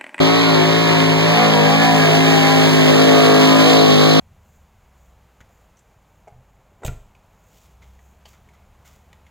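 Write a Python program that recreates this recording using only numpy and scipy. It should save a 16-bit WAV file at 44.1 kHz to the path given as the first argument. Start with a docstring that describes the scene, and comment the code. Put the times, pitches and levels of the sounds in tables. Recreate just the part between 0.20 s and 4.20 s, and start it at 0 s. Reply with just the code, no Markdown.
"""A V8 pulling truck drags a sled past at full throttle on a dirt track.
Its revs dip and recover as the tyres bite. The open exhaust blares a stack of orders (harmonics
of the engine cycle) whose balance shifts as the pipes turn past. Turbulent gas adds a rasp that
pulses with the firings, under a steadier hiss. Two close microphones follow the truck,
widened to stereo by a short delay, at the edge of overload."""
import sys
import numpy as np
from scipy import signal
from scipy.fft import rfft, irfft, next_fast_len
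from scipy.io import wavfile
from scipy.ndimage import uniform_filter1d, minimum_filter1d

SR = 44100
rng = np.random.default_rng(int(sys.argv[2]) if len(sys.argv) > 2 else 0)


def to_wav(s):
    """Save 16-bit WAV."""
    ch = np.atleast_2d(s).T  # columns
    pcm = np.round(np.clip(ch, -1, 1) * 32767)  # PCM
    wavfile.write(sys.argv[1], SR, pcm.astype(np.int16))


N = 176400
T, HZ = np.arange(N) / SR, np.fft.rfftfreq(N, 1 / SR)

# the microphones' difference against their sum: frequency_hz, level_db, phase_rad, likeness (0-1)
MIC_PAIR = [(55, 16.1, 4.5, 0.3), (107, 6.5, -4.4, 0.2), (168, -5.5, -5.0, 1), (214, -2, -4, 0.37),
            (265, -3.5, -5, 0.91), (320, -1, -5, 0.56), (374, 5.5, -5.5, 0.7), (441, 1, -5, 0.7),
            (520, 4, -7.5, 0.8), (546, -0.7, -7.5, 0.74), (680, -4.5, -9.5, 0.5), (855, 3, -5.5, 0.75),
            (990, -0.6, -7, 0.82), (1710, 0.1, -7, 0.2), (2130, 4, -7, 0.7), (3300, 3.5, -8.5, 0.97),
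            (4700, -1, -8, 0.4), (6300, 1.5, -8, 0.5), (9500, 1.2, -7.5, 0.37), (15000, -0.5, -9, 0.15)]


def amp(db):
    """Decibels to gain."""
    return 10 ** (np.asarray(db) / 20)


def curve(table):
    """The columns of a time table at every sample."""
    times, *columns = np.transpose(table)
    return np.squeeze([np.interp(T, times, column) for column in columns])


def spectrum(table, hz):
    """The columns of a frequency table at hz, interpolated on a log axis."""
    points_hz, *columns = np.transpose(table)
    return np.squeeze([np.interp(np.log(hz + 1), np.log(points_hz), column) for column in columns])


def drift(rate_hz, count=1):
    """Rows of smooth random motion, rms about 1."""
    steps = 800
    hz = np.fft.rfftfreq(steps, N / SR / steps)
    rows = irfft(rfft(rng.standard_normal((count, steps))) / np.sqrt(1 + (hz / rate_hz) ** 4))
    return np.array([np.interp(T, np.linspace(0, N / SR, steps), row / row.std()) for row in rows])


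def flaring_hiss(centre_hz=4040, width_hz=380):
    """A narrow band of hiss that comes and goes with the load."""
    # swells of the hiss: time_s, level_db
    swells = [(0, -31), (.08, -31.5), (.35, -28.5), (.48, -42), (1.9, -42), (2.05, -43), (2.5, -41),
              (3.3, -40), (3.45, -33), (3.62, -25), (3.72, -33), (3.8, -27), (4, -32)]
    band = np.exp(-.5 * ((HZ - centre_hz) / width_hz) ** 2)
    hiss = irfft(rfft(rng.standard_normal(N)) * band)
    return hiss / hiss.std() * amp(curve(swells))


def gas_rasp(cycles, puff_decay_cycles=.11, rasp_boost_db=.5, trim_db=-.5):
    """Turbulent gas: a puff of rasp at each firing, under a steadier mechanical hiss."""
    # where the near bank's four cylinders fire: position_cycles
    firings = np.array([0, 3, 5, 6]) / 8
    # strength of each of those cylinders: level_db
    cylinder_db = [3.4, -0.16, -1.4, 2]
    # tone colour of rasp and hiss: frequency_hz, density_db
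    colour = [(25, -91), (55, -75), (100, -66.5), (200, -61), (400, -54), (700, -58.5), (1100, -57),
              (1400, -61), (1750, -57), (2200, -58.5), (3100, -55), (4100, -56.5), (5000, -60.5),
              (6500, -67), (9000, -76), (12500, -77.5), (15500, -78.5)]
    # band faders, each taken against its own mean: time_s, rasp_db, hiss_db, top_db
    faders = [(0.0, -22.5, -25.5, -39), (0.66, -22, -26, -38.5), (0.71, -17.5, -26.5, -38),
              (0.97, -21, -28, -39), (1.15, -19, -25.5, -38), (1.43, -21, -26, -37.5),
              (1.76, -18.5, -26.5, -35.5), (3.35, -19, -23.5, -33.5), (3.43, -18, -22, -32.5),
              (3.75, -23, -22, -35), (3.88, -24, -24, -34.5), (4.0, -27.5, -21.5, -37)]
    # crossfades, rasp to hiss and hiss to top treble: start_hz, end_hz, start_hz, end_hz
    crossover_hz = [1940, 3370, 4440, 6800]
    puffs = sum(amp(db) * np.exp(-((cycles - at) % 1) / puff_decay_cycles)
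                for at, db in zip(firings, cylinder_db))
    puffs = puffs / puffs.mean() - 1
    common, separate = rfft(rng.standard_normal((2, N)))
    likeness = np.clip(spectrum(MIC_PAIR, HZ)[2], 0, 1)
    noise = irfft(np.array([common, likeness * common + np.sqrt(1 - likeness ** 2) * separate]))
    above_rasp = np.interp(HZ, crossover_hz[:2], [0, 1])
    top = np.interp(HZ, crossover_hz[2:], [0, 1])
    bands = [amp(rasp_boost_db) * (1 - above_rasp), above_rasp - top, top]
    pulse_depths = [.64, .17, .17]
    mix = 0
    for band, db, depth in zip(bands, curve(faders), pulse_depths):
        pulse = 1 + depth * puffs
        pulse /= np.sqrt(np.mean(pulse ** 2))
        mix = mix + band * rfft(noise * amp(db - db.mean()) * pulse)
    return irfft(mix * amp(trim_db + spectrum(colour, HZ))) * np.sqrt(SR / 2)


def body_levels():
    """Level in dB of each supporting order, shifting as the pipes turn past."""
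    # where the truck is: time_s, view (0 approaching, 1 near, 2 abeam, 3 past)
    pass_by = [(0, 0), (1.05, 0), (1.2, 1), (1.75, 1), (1.9, 2), (2.55, 2), (2.85, 3), (4, 3)]
    # exhaust tone from each side: order, approaching_db, near_db, abeam_db, past_db
    orders_by_view = [(2, -37.5, -40, -40, -41), (4, -42, -26.5, -40.5, -36), (6, -35, -35, -41, -28),
                      (7, -27, -45, -26.5, -32), (9, -41, -28.5, -35, -25), (10, -34, -34, -34, -29.5),
                      (11, -27, -26.5, -31, -27), (12, -57, -45, -27, -31), (14, -49, -26, -40.5, -29.5),
                      (16, -39, -36.5, -45.5, -34.5), (17, -31.5, -39.5, -37, -40),
                      (18, -33, -28, -34, -33.5), (20, -29.5, -40, -37, -43), (21, -34, -31.5, -37, -32.5),
                      (22, -44, -37.5, -41, -34.5)]
    # faint high orders: order, level_db
    high_orders = [(23, -34.5), (24, -41), (25, -41.5), (26, -36), (27, -44), (28, -41.5), (29, -43.5),
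                   (30, -40.5), (31, -35), (32, -42.5), (33, -36), (34, -37.5), (35, -38.5), (36, -42.5),
                   (37, -39.5), (38, -44), (39, -34.5), (40, -43), (41, -50), (42, -35.5), (43, -41),
                   (44, -35.5)]
    # bark from 300 to 650 Hz: time_s, gain_db
    bark = [(0.0, 3.5), (0.2, -3), (0.4, 2.5), (0.6, -1), (1.0, -1.5), (1.3, 3.5), (1.6, -2.5), (2.6, -3),
            (2.7, 0.5), (3.5, 2), (3.7, 0), (4.0, 1)]
    # snarl from 1.05 to 1.6 kHz, taken against its own mean: time_s, level_db
    snarl = [(0.0, -26), (0.81, -30), (0.83, -33.5), (1.26, -26), (1.29, -29.5), (2.55, -27.5),
             (2.73, -25.5), (3.95, -23.5), (4.0, -21)]
    view, bark_db, snarl_db = curve(pass_by), curve(bark), curve(snarl)
    levels = {round(order): db for order, db in high_orders}
    for order, *view_db in orders_by_view:
        levels[round(order)] = np.interp(view, range(4), view_db) + bark_db * (6 <= order <= 12)
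    for order in range(20, 31):
        levels[order] = levels[order] + snarl_db - snarl_db.mean()
    return levels


def lead_levels():
    """Level in dB of each order that stands out with a swell of its own."""
    # throb from one bank's uneven firing, orders 3, 5 and 8: time_s, level_db
    throb_3 = [(0.0, -22.5), (0.2, -28), (0.3, -22), (1.1, -21), (1.2, -26.5), (1.3, -21.5), (1.7, -23.3),
               (1.9, -21), (2.7, -23), (3.0, -26.5), (3.1, -25), (3.5, -25.5), (4.0, -21.5)]
    throb_5 = [(0.0, -19.5), (0.7, -27.1), (0.8, -21.5), (1.1, -29), (1.8, -21), (1.9, -30), (2.0, -19.0),
               (2.3, -22.5), (2.9, -17.5), (3.1, -20), (3.3, -14.5), (3.9, -23), (4.0, -16.5)]
    throb_8 = [(0.0, -29), (0.2, -27), (0.3, -30), (0.5, -28.5), (1.4, -28), (1.7, -35), (1.8, -26),
               (2.6, -28), (2.8, -23.5), (3.2, -20), (3.4, -32), (3.6, -21.5), (4.0, -27.5)]
    # blare in the pipes, orders 13, 15 and 19: time_s, level_db
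    blare_13 = [(0.0, -28.5), (0.6, -26.5), (1.0, -28.5), (1.2, -21.5), (1.4, -26), (1.7, -25),
                (2.0, -22.5), (2.3, -35.5), (3.0, -20.8), (3.4, -27.5), (3.6, -18.5), (3.8, -30),
                (4.0, -16.5)]
    blare_15 = [(0.0, -31), (0.5, -33), (0.6, -46), (1.4, -24.5), (1.7, -31), (2.3, -22.5), (2.6, -33),
                (3.3, -30), (3.5, -34), (3.8, -23.5), (4.0, -38)]
    blare_19 = [(0.0, -39), (0.3, -31), (0.5, -48), (1.2, -29), (1.7, -36), (2.3, -25.5), (2.6, -57),
                (2.7, -26.5), (3.0, -42), (3.3, -23.5), (4.0, -37)]
    # whine near 1.7 kHz: time_s, level_db
    whine = [(0.0, -42.5), (0.8, -30.5), (0.9, -39), (1.1, -36), (1.3, -39), (1.7, -23), (1.9, -32),
             (3.1, -33), (3.2, -28.5), (3.7, -40), (4.0, -37)]
    leads = {3: throb_3, 5: throb_5, 8: throb_8, 13: blare_13, 15: blare_15, 19: blare_19, 31: whine}
    return {order: curve(table) for order, table in leads.items()}


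def pipe_phase(hz, lag_s=.014, chirp_low_hz=369.2, chirp_top_hz=850, scatter_rad=.28):
    """Phase of one order: low orders ring longest in the pipe, so each beat chirps downward."""
    chirp = np.pi * lag_s * (hz ** 2 - max(hz - chirp_top_hz, 0) ** 2) / chirp_top_hz
    # outside the chirp's range the orders fall out of step
    spread = max(hz / chirp_top_hz, chirp_low_hz / hz, 1) ** 4
    return chirp + scatter_rad * spread * rng.standard_normal()


def exhaust(cycles, waver_depth=.66, waver_full_hz=786):
    """The open pipes sound the orders of the engine cycle, along two paths that waver separately."""
    # the blare above 450 Hz dulls as the truck pulls away: time_s, gain_db
    pull_away = [(3.58, 0), (3.75, -2), (4, -2)]
    away_db, leads = curve(pull_away), lead_levels()
    levels = {**body_levels(), **leads}
    paths = np.zeros((2, N))
    for order, db in sorted(levels.items()):
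        hz = order * cycles[-1] / T[-1]
        phase = 2 * np.pi * order * cycles + pipe_phase(hz)
        # reflections make the weak, high orders waver most
        waver = waver_depth * min(hz / waver_full_hz, 1) * (.72 if order in leads else 1)
        in_phase, quadrature = waver * drift(rate_hz=5.6, count=4).reshape(2, 2, N)
        direct = np.sqrt(2 * (1 - waver ** 2))
        tone = (direct + in_phase) * np.cos(phase) + quadrature * np.sin(phase)
        paths += amp(db + away_db * (order >= 9)) * tone
    return paths


def microphones(paths, delay_s=16 / SR, width_below_hz=520):
    """The pair's sum and difference, each combed by the widening delay, give left and right."""
    # stereo width of the low end: time_s, side_gain_db
    width = [(0, 4), (.7, 0.5), (1.4, 2.5), (2.1, 2.5), (2.7, 5.5), (3.3, 3), (3.65, 7), (4, 6.5)]
    size = next_fast_len(N + SR // 2)
    hz = np.fft.rfftfreq(size, 1 / SR)
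    total, difference = rfft(paths * signal.windows.tukey(N, .002), size)
    side_db, side_phase, _ = spectrum(MIC_PAIR, hz)
    angle = np.pi * hz * delay_s
    mid_comb = np.sin(angle) / (np.sin(np.minimum(angle, np.pi / 2)) + 1e-9)  # flat to its first peak
    mid = irfft(total * mid_comb, size)[:N]
    side_spectrum = difference * np.cos(angle) * amp(side_db) * np.exp(1j * side_phase)
    low_side = irfft(side_spectrum / (1 + (hz / width_below_hz) ** 4), size)[:N]
    side = irfft(side_spectrum, size)[:N] + low_side * (amp(curve(width)) - 1)
    return np.array([mid + side, mid - side])


def scene(jitter_s=.00003, flutter_db=.57):
    """One crankshaft drives the exhaust tones and the rasp."""
    # engine speed, two turns of the crank to a cycle: time_s, cycle_rate_hz
    revs = [(0.0, 53.47), (0.14, 55.9), (0.22, 56.17), (0.38, 52.7), (0.63, 55.26), (0.76, 53.98),
            (0.98, 53.54), (1.15, 55.14), (1.26, 54.93), (1.42, 52.41), (1.63, 55.54), (1.86, 52.85),
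            (2.06, 53.83), (2.28, 53.37), (2.45, 53.1), (2.66, 52.2), (2.86, 53.3), (3.12, 52.62),
            (3.5, 53.76), (3.62, 53.55), (3.77, 50.97), (3.87, 53.13), (4.0, 53.3)]
    cycle_hz = curve(revs)
    cycles = np.cumsum(cycle_hz) / SR + cycle_hz * jitter_s * drift(rate_hz=34)[0]  # uneven combustion
    strength = 1 + .04 * drift(rate_hz=75)[0]  # firings differ in strength
    flutter = amp(flutter_db * drift(rate_hz=9.5)[0])  # the rasp and hiss flutter slightly in level
    return microphones(strength * exhaust(cycles) + flutter * (gas_rasp(cycles) + flaring_hiss()))


def record(dry, limiter_s=.0092, cutoff_hz=15900):
    """A fast limiter holds the tallest peaks near full scale; a steep low-pass trims the top."""
    window = round(limiter_s * SR)
    peak_gain = 1 / np.maximum(abs(dry).max(0), 1)
    gain = uniform_filter1d(minimum_filter1d(peak_gain, window), window)
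    lowpass = signal.firwin(511, cutoff_hz, window=("kaiser", 9), fs=SR)
    return signal.oaconvolve(dry * gain, lowpass[None], "same")


dry = scene()
out = record(dry)
to_wav(out)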